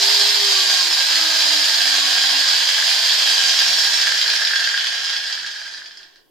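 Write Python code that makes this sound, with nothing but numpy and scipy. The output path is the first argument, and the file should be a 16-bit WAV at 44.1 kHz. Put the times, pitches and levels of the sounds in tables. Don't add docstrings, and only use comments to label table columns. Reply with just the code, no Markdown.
import sys
import numpy as np
from scipy import signal
from scipy.fft import rfft, irfft, next_fast_len
from scipy.io import wavfile
from scipy.ndimage import uniform_filter1d

SR = 44100
rng = np.random.default_rng(int(sys.argv[2]) if len(sys.argv) > 2 else 0)


def to_linear_factor(level_db):
    exponent = np.asarray(level_db, float) / 20
    return 10 ** exponent


def materialize(psi):
    bounded = np.clip(np.atleast_2d(psi).T, -1, 1)
    quanta = np.round(bounded * 32767).astype(np.int16)
    wavfile.write(sys.argv[1], SR, quanta)


N = 277830
OFF_S = 3.47
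GEAR_RATIO = 2.96


def evened(x):
    return x / np.sqrt(np.mean(x ** 2) + 1e-20)


def columns(rows):
    s, *rest = np.transpose(rows)
    return [np.interp(np.arange(N) / SR, s, column) for column in rest]


def by_speed(law, speed_hz):
    return np.interp(speed_hz, *np.transpose(law))


def wander(top_hz):
    low_pass = signal.butter(2, top_hz, fs=SR, output="sos")
    return evened(signal.sosfilt(low_pass, rng.standard_normal(N)))


def coloured(x, outline):
    f, db = np.transpose(outline)
    size = next_fast_len(N + 4096)
    hz = np.fft.rfftfreq(size, 1 / SR)
    gain = to_linear_factor(np.interp(np.log(hz + 1), np.log(f + 1), db))
    return irfft(rfft(x, size) * gain, size)[:N]


def rings(x, modes):
    f = np.abs(np.fft.fftfreq(8192, 1 / SR)) + 1
    lowest_hz = min(mode[0] for mode in modes)
    highest_hz = max(mode[0] for mode in modes)
    power = sum(to_linear_factor(db) ** 2 / (1 + ((f - hz ** 2 / f) / width) ** 2) for hz, width, db in modes)
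    power = power / (1 + (lowest_hz / 2 / f) ** 4)
    power = power / (1 + (f / highest_hz / 1.24) ** 6)
    log_gain = np.log(power + 1e-10) / 2
    phase = -np.imag(signal.hilbert(log_gain))
    body = np.fft.ifft(np.exp(log_gain + 1j * phase)).real[:4096]
    return signal.oaconvolve(x, body / np.linalg.norm(body))[:N]


def chatter(x, decay_s):
    fall = np.exp(-1 / (decay_s * SR))
    return signal.lfilter([np.sqrt(1 - fall ** 2)], [1, -fall], x) * rng.standard_normal(N)


def struck(events, level_db, boost_db, most_db):
    s, peak_db = np.transpose(events)
    at = (s * SR).astype(int)
    train = np.zeros(N)
    train[at] = to_linear_factor(np.minimum(peak_db - level_db[at], most_db) + boost_db)
    return train


def quiet_room(hum_hz=370, hum_db=-74, tone_db=-61):
    # freq_hz, level_db (per Hz)
    tone_outline = [(24, 13), (40, -11), (59, -28), (142, -1.5), (186, -5), (355, 8.5), (1290, -17),
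                    (1530, -36), (15000, -10.5)]
    tone = np.array([evened(coloured(v, tone_outline)) for v in rng.standard_normal((2, N))])
    return to_linear_factor(tone_db) * tone + to_linear_factor(hum_db) * np.sin(2 * np.pi * hum_hz * np.arange(N) / SR)


def low_rumble(length_s=0.1, coast_db=-72, bump_db=-5):
    # start_s, peak_db
    bumps = [(0.165, -69), (0.559, -68), (1.256, -74), (1.704, -53.5), (1.836, -82), (2.236, -54),
             (2.609, -59), (2.8, -56), (2.947, -57), (3.253, -59), (3.388, -60.5), (3.522, -61.5),
             (3.81, -72), (3.813, -66), (3.955, -53), (4.307, -66.5), (4.994, -64), (5.406, -66)]
    # freq_hz, level_db (per Hz)
    rumble_outline = [(20, -8), (60, -4), (120, -4), (260, -1), (340, -30)]
    s, peak_db = np.transpose(bumps)
    t = np.arange(0, N, 64) / SR
    humps = np.exp(-((t - s[:, None] - length_s / 2) / length_s * 3) ** 2)
    swell = np.repeat(to_linear_factor(peak_db + bump_db) @ humps, 64)[:N]
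    coast = np.interp(np.arange(N) / SR, (OFF_S, 4.4, 5.8, 6.2), (0.52, 1, 0.8, .1))
    rumble = np.array([evened(coloured(v, rumble_outline)) for v in rng.standard_normal((2, N))])
    rumble = (rumble + rumble.sum(0)) / 2
    return rumble * (swell + to_linear_factor(coast_db) * coast)


def room(x, drift_hz=.7):
    # freq_hz, t60_s
    decay = [(200, .33), (1000, .28), (4000, .22), (12000, .16)]
    size = SR // 3
    taps = np.zeros((3, 2, size))
    at = np.arange(120, size - 22, 22)
    at = at + rng.integers(0, 22, (3, 2, len(at)))
    np.put_along_axis(taps, at, rng.choice([-1., 1.], at.shape), 2)
    hz, t, z = signal.stft(taps, SR, nperseg=256)
    f, t60_s = np.transpose(decay)
    fade = to_linear_factor(-60 * t / np.interp(hz, f, t60_s)[:, None])
    tails = signal.istft(z * fade, SR, nperseg=256)[1]
    tails = tails / np.linalg.norm(tails, axis=-1, keepdims=True)
    turn = 2 * np.pi * (drift_hz * np.arange(N) / SR + np.arange(3)[:, None] / 3)
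    fed = x * np.sqrt(2 / 3) * np.cos(turn)
    return signal.fftconvolve(fed[:, None], tails, axes=2)[..., :N].sum(0)


def whine(speed_hz, turns, bars=24, blades=31, waver_db=2.5):
    # multiple of armature, level_db
    overtones = [(.677, -11), (2, -7), (2.56, -3), (2.71, -8), (3, 0), (4, 1), (12, 7)]
    # armature_hz, level_db
    unbalance_law = [(10, -110), (188, -72), (205, -54), (235, -54), (250, -62), (258, -59), (260, -66),
                     (266, -68), (271, -53), (325, -49), (333, -66), (342, -66), (350, -49), (390, -46),
                     (402, -37)]
    overtone_law = [(10, -100), (135, -80), (160, -58), (230, -56), (265, -52), (400, -51)]
    bar_law = [(10, -110), (185, -62), (215, -42), (228, -38), (254, -37), (259, -46), (290, -57),
               (335, -64)]
    blade_law = [(10, -110), (185, -62), (220, -54), (270, -54), (300, -59), (328, -58), (345, -47),
                 (400, -47)]
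    orders = [(1, unbalance_law, 0), (bars, bar_law, 0), (blades, blade_law, 0)]
    orders = orders + [(k, overtone_law, db) for k, db in overtones]
    lines = np.zeros(N)
    for k, law, db in orders:
        waver = waver_db * wander(3.3) * (1.3 + (1 < k < 20))
        level = np.sqrt(2) * to_linear_factor(by_speed(law, speed_hz) + db + waver)
        lines += level * np.sin(2 * np.pi * (k * turns + rng.random()))
    return lines


def backlash(turns, size_db=14, spread_db=4, miss=0.21):
    slap = np.diff(np.floor(turns / GEAR_RATIO + .4 * wander(20)), prepend=0) > 0
    keep, size = rng.random(N), rng.standard_normal(N)
    coasting = np.arange(N) > OFF_S * SR
    return slap * (keep > miss) * coasting * to_linear_factor(size_db + spread_db * size)


def teeth(turns, wobble=0.34):
    # start_s, knocks per s, size spread_db, smooth air noise share 0-1
    rattle = [(0, 2500, 3.5, .5), (2, 2200, 3.2, .5), (3.4, 2000, 3.2, .5), (4, 1500, 2.8, .5),
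              (5.5, 900, 2.6, .5), (6.3, 500, 2.2, .6)]
    rate_hz, spread_db, air = columns(rattle)
    draw, size = rng.random((2, N))
    knock_db = spread_db * np.minimum(-np.log(size + 1e-9), 3.5)
    hits = to_linear_factor(knock_db) * (draw < rate_hz / SR)
    hits = hits / np.sqrt(uniform_filter1d(hits ** 2, SR // 3) + 1e-9)
    eccentric = 1 + np.clip(wobble, 0, .4) * np.cos(2 * np.pi * turns / GEAR_RATIO)
    return hits * eccentric, np.clip(air, 0, 1)


def gears(speed_hz, turns, face_db=-8, ring_db=-11, shell_db=-6, flutter_db=0.68, hiss_rattle=0.5):
    # start_s, head_db, disc face toward listener_db, disc rim toward listener_db
    loudness = [(0, -17, -8, 5), (.1, -18, -2.5, -46), (1, -20, -4, -32), (1.2, -19, -2, -27),
                (2.7, -20.5, 2, -23), (3.4, -19.5, 2, -3), (3.8, -20, -1, 5), (4.45, -24.5, 1, 1),
                (4.7, -25.5, 5, -4), (5.15, -28, 4.5, 0), (5.75, -38, -1.5, -1), (5.96, -49.5, 6, -17),
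                (5.99, -47, 1, -4), (6.2, -64, 4, 0), (6.3, -76.5, 8, -8)]
    # start_s, peak_db
    coast_knocks = [(3.5622, -12), (3.5891, -1), (3.8016, -15), (3.9413, -13), (3.9827, -24), (4.066, -9),
                    (4.1189, -9), (4.1903, -9), (4.2142, -5), (4.3015, -5.5), (4.3349, -7.5),
                    (4.3614, -7.5), (4.4497, -4), (4.4726, -8), (4.5584, -8), (4.6417, -9.5), (4.6732, -10),
                    (4.7754, -3), (4.8084, -12.5), (4.8692, -9), (5.0453, -9), (5.0787, -15.5),
                    (5.0987, -19.5), (5.1645, -14.5)]
    # start_s, peak_db
    last_knocks = [(5.2694, -23), (5.3264, -14.5), (5.3974, -18), (5.463, -17), (5.6156, -27),
                   (5.6446, -37), (5.6775, -21), (5.7079, -41), (5.7369, -29), (5.8596, -26), (5.9095, -37),
                   (5.9718, -26.5), (6.0297, -32.5), (6.1584, -36.5)]
    # start_s, peak_db
    guard_clangs = [(2.6998, -22), (2.7846, -14), (2.8015, -26), (2.8251, -10.5), (2.976, -18),
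                    (3.012, -25), (3.0864, -21), (3.1278, -16), (3.212, -21), (3.274, -12), (3.5404, -19),
                    (3.564, -25), (3.613, -12), (3.6431, -20.5), (3.8815, -17.5), (4.071, -7),
                    (4.1214, -10), (4.2263, -23), (4.2867, -15), (4.3366, -12), (4.421, -10), (4.4508, -17),
                    (4.5091, -11), (4.5347, -8), (4.5607, -9), (4.5935, -17), (4.6194, -24), (4.6743, -12),
                    (4.7423, -5), (4.7777, -13),
                    (5.3762, -20.5), (5.446, -20.5), (5.6166, -23), (5.662, -28), (5.684, -47),
                   (5.8192, -27), (5.91, -33), (5.9714, -51), (6.0492, -41), (6.1599, -41)]
    # freq_hz, width_hz, level_db
    head_modes = [(2420, 98, -9.5), (3770, 490, -2.5), (4130, 370, -0.5), (4740, 530, -1.5),
                  (4800, 410, 3.5), (5190, 130, -9), (3880, 657, -3.5), (2030, 320, -10.5)]
    guard_modes = [(1480, 60, -13), (1625, 45, 0), (1760, 50, -4), (1890, 80, -14), (1700, 500, -25)]
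    casing_modes = [(690, 100, 8.5), (903, 333, 7), (954, 200, 6.5), (1344, 150, -34), (540, 100, -23),
                    (270, 25, -17.5), (407, 100, -33.5)]
    shell_modes = [(7030, 150, 0), (8370, 120, -12), (12000, 500, -13)]
    face_modes = [(3194, 120, 0.5), (3510, 310, -0.5)]
    rim_modes = [(5370, 60, 0)]
    # freq_hz, level_db (per Hz)
    hiss_outline = [(1500, -30), (2300, 0), (5800, 2), (7400, -1), (8200, -6), (10000, -10), (11000, -13),
                    (13000, -12.5), (15500, -15), (16500, -40)]
    # full speed_db, gain toward rest_db, lateness exponent
    guard_law = (-12.5, 15.6, 1.05)
    casing_law = (-17, 35, 24)
    hiss_law = (-11, -15, 4.3)
    # armature_hz, width_hz, gain_db
    guard_shake = (141, 31.4, 2.87)
    full_hz, loose_hz = 400, 264

    head_db, turn_db, rim_db = columns(loudness)
    guard_db, casing_db, hiss_db = (head_db + full + gain * np.abs(1 - speed_hz / full_hz) ** late
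                                    for full, gain, late in (guard_law, casing_law, hiss_law))
    shake_hz, shake_width_hz, shake_db = guard_shake
    guard_db = guard_db + shake_db * np.exp(-((speed_hz - shake_hz) / shake_width_hz) ** 2)

    hits, air = teeth(turns)
    slaps = backlash(turns)
    blows = struck(coast_knocks, head_db, 15.5, 17) + struck(last_knocks, head_db, 16, 25)
    knocks = chatter(blows + slaps, .003)
    clangs = struck(guard_clangs, guard_db, boost_db=18, most_db=17) + .9 * slaps
    flutter = to_linear_factor(flutter_db * wander(37))
    noise = flutter * rng.standard_normal((5, N))
    drive = np.sqrt(1 - air) * flutter * chatter(hits, 0.00029) + np.sqrt(air) * noise[:3]

    metal = drive[0] + knocks
    head = rings(metal, head_modes)
    face = to_linear_factor(face_db + turn_db) * rings(metal, face_modes)
    rim = to_linear_factor(ring_db + rim_db) * rings(drive[2], rim_modes)
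    guard = rings(np.where(speed_hz < loose_hz, .75, 1) * drive[1] + clangs, guard_modes)
    casing = rings(drive[2], casing_modes)
    fizz = hiss_rattle * (chatter(hits, 0.00036) + knocks) + noise[3:]
    hiss = evened(coloured(fizz[0], hiss_outline))
    hiss = hiss + to_linear_factor(shell_db) * evened(rings(fizz[1], shell_modes))
    return (to_linear_factor(head_db) * (head + face + rim) + to_linear_factor(guard_db) * guard
            + to_linear_factor(casing_db) * casing + to_linear_factor(hiss_db) * evened(hiss))


def scene():
    # start_s, armature_hz
    speed_track = [(0, 398), (.2, 405.5), (.32, 408), (.44, 403), (.68, 374.5), (.92, 348.3), (1.16, 327.5),
                   (1.4, 309), (1.7, 292.5), (2, 281), (2.4, 270), (2.8, 263), (3.45, 257.6), (3.56, 246.4),
                   (3.92, 203), (4.4, 150), (5, 100), (6.3, 10)]
    # freq_hz, level_db
    wall_outline = [(300, -4), (1300, -5), (2500, -1), (5000, 0), (9000, 3.5), (15000, 5)]
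    speed_hz = columns(speed_track)[0]
    turns = np.cumsum(speed_hz) / SR
    noise = gears(speed_hz, turns)
    lines = whine(speed_hz, turns)
    direct = to_linear_factor(-2.5) * noise + lines
    return direct + to_linear_factor(-1.5) * room(coloured(noise + lines / 5, wall_outline))


def top_cut(x):
    return signal.sosfilt(signal.butter(12, 15730, fs=SR, output="sos"), x)


def record(dry):
    # freq_hz, level_db
    balance = [(60, 1.0), (120, 0.5), (240, 0.0), (480, -1.0), (950, 0.0), (1890, -1.0), (3770, -3.0),
               (7520, -3.5), (15000, -2.5)]
    # freq_hz, level_db
    mic_outline = [(30, -40), (160, -36), (215, 0), (15450, 0), (15750, -50)]
    ceiling = 0.83
    sides = [[(hz, side * db / 2) for hz, db in balance] for side in (1, -1)]
    x = ceiling * np.tanh(dry / ceiling)
    x = np.array([coloured(coloured(v, mic_outline), side) for v, side in zip(x, sides)])
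    return top_cut(x + low_rumble() + quiet_room())


dry = scene()
out = record(dry)
materialize(out)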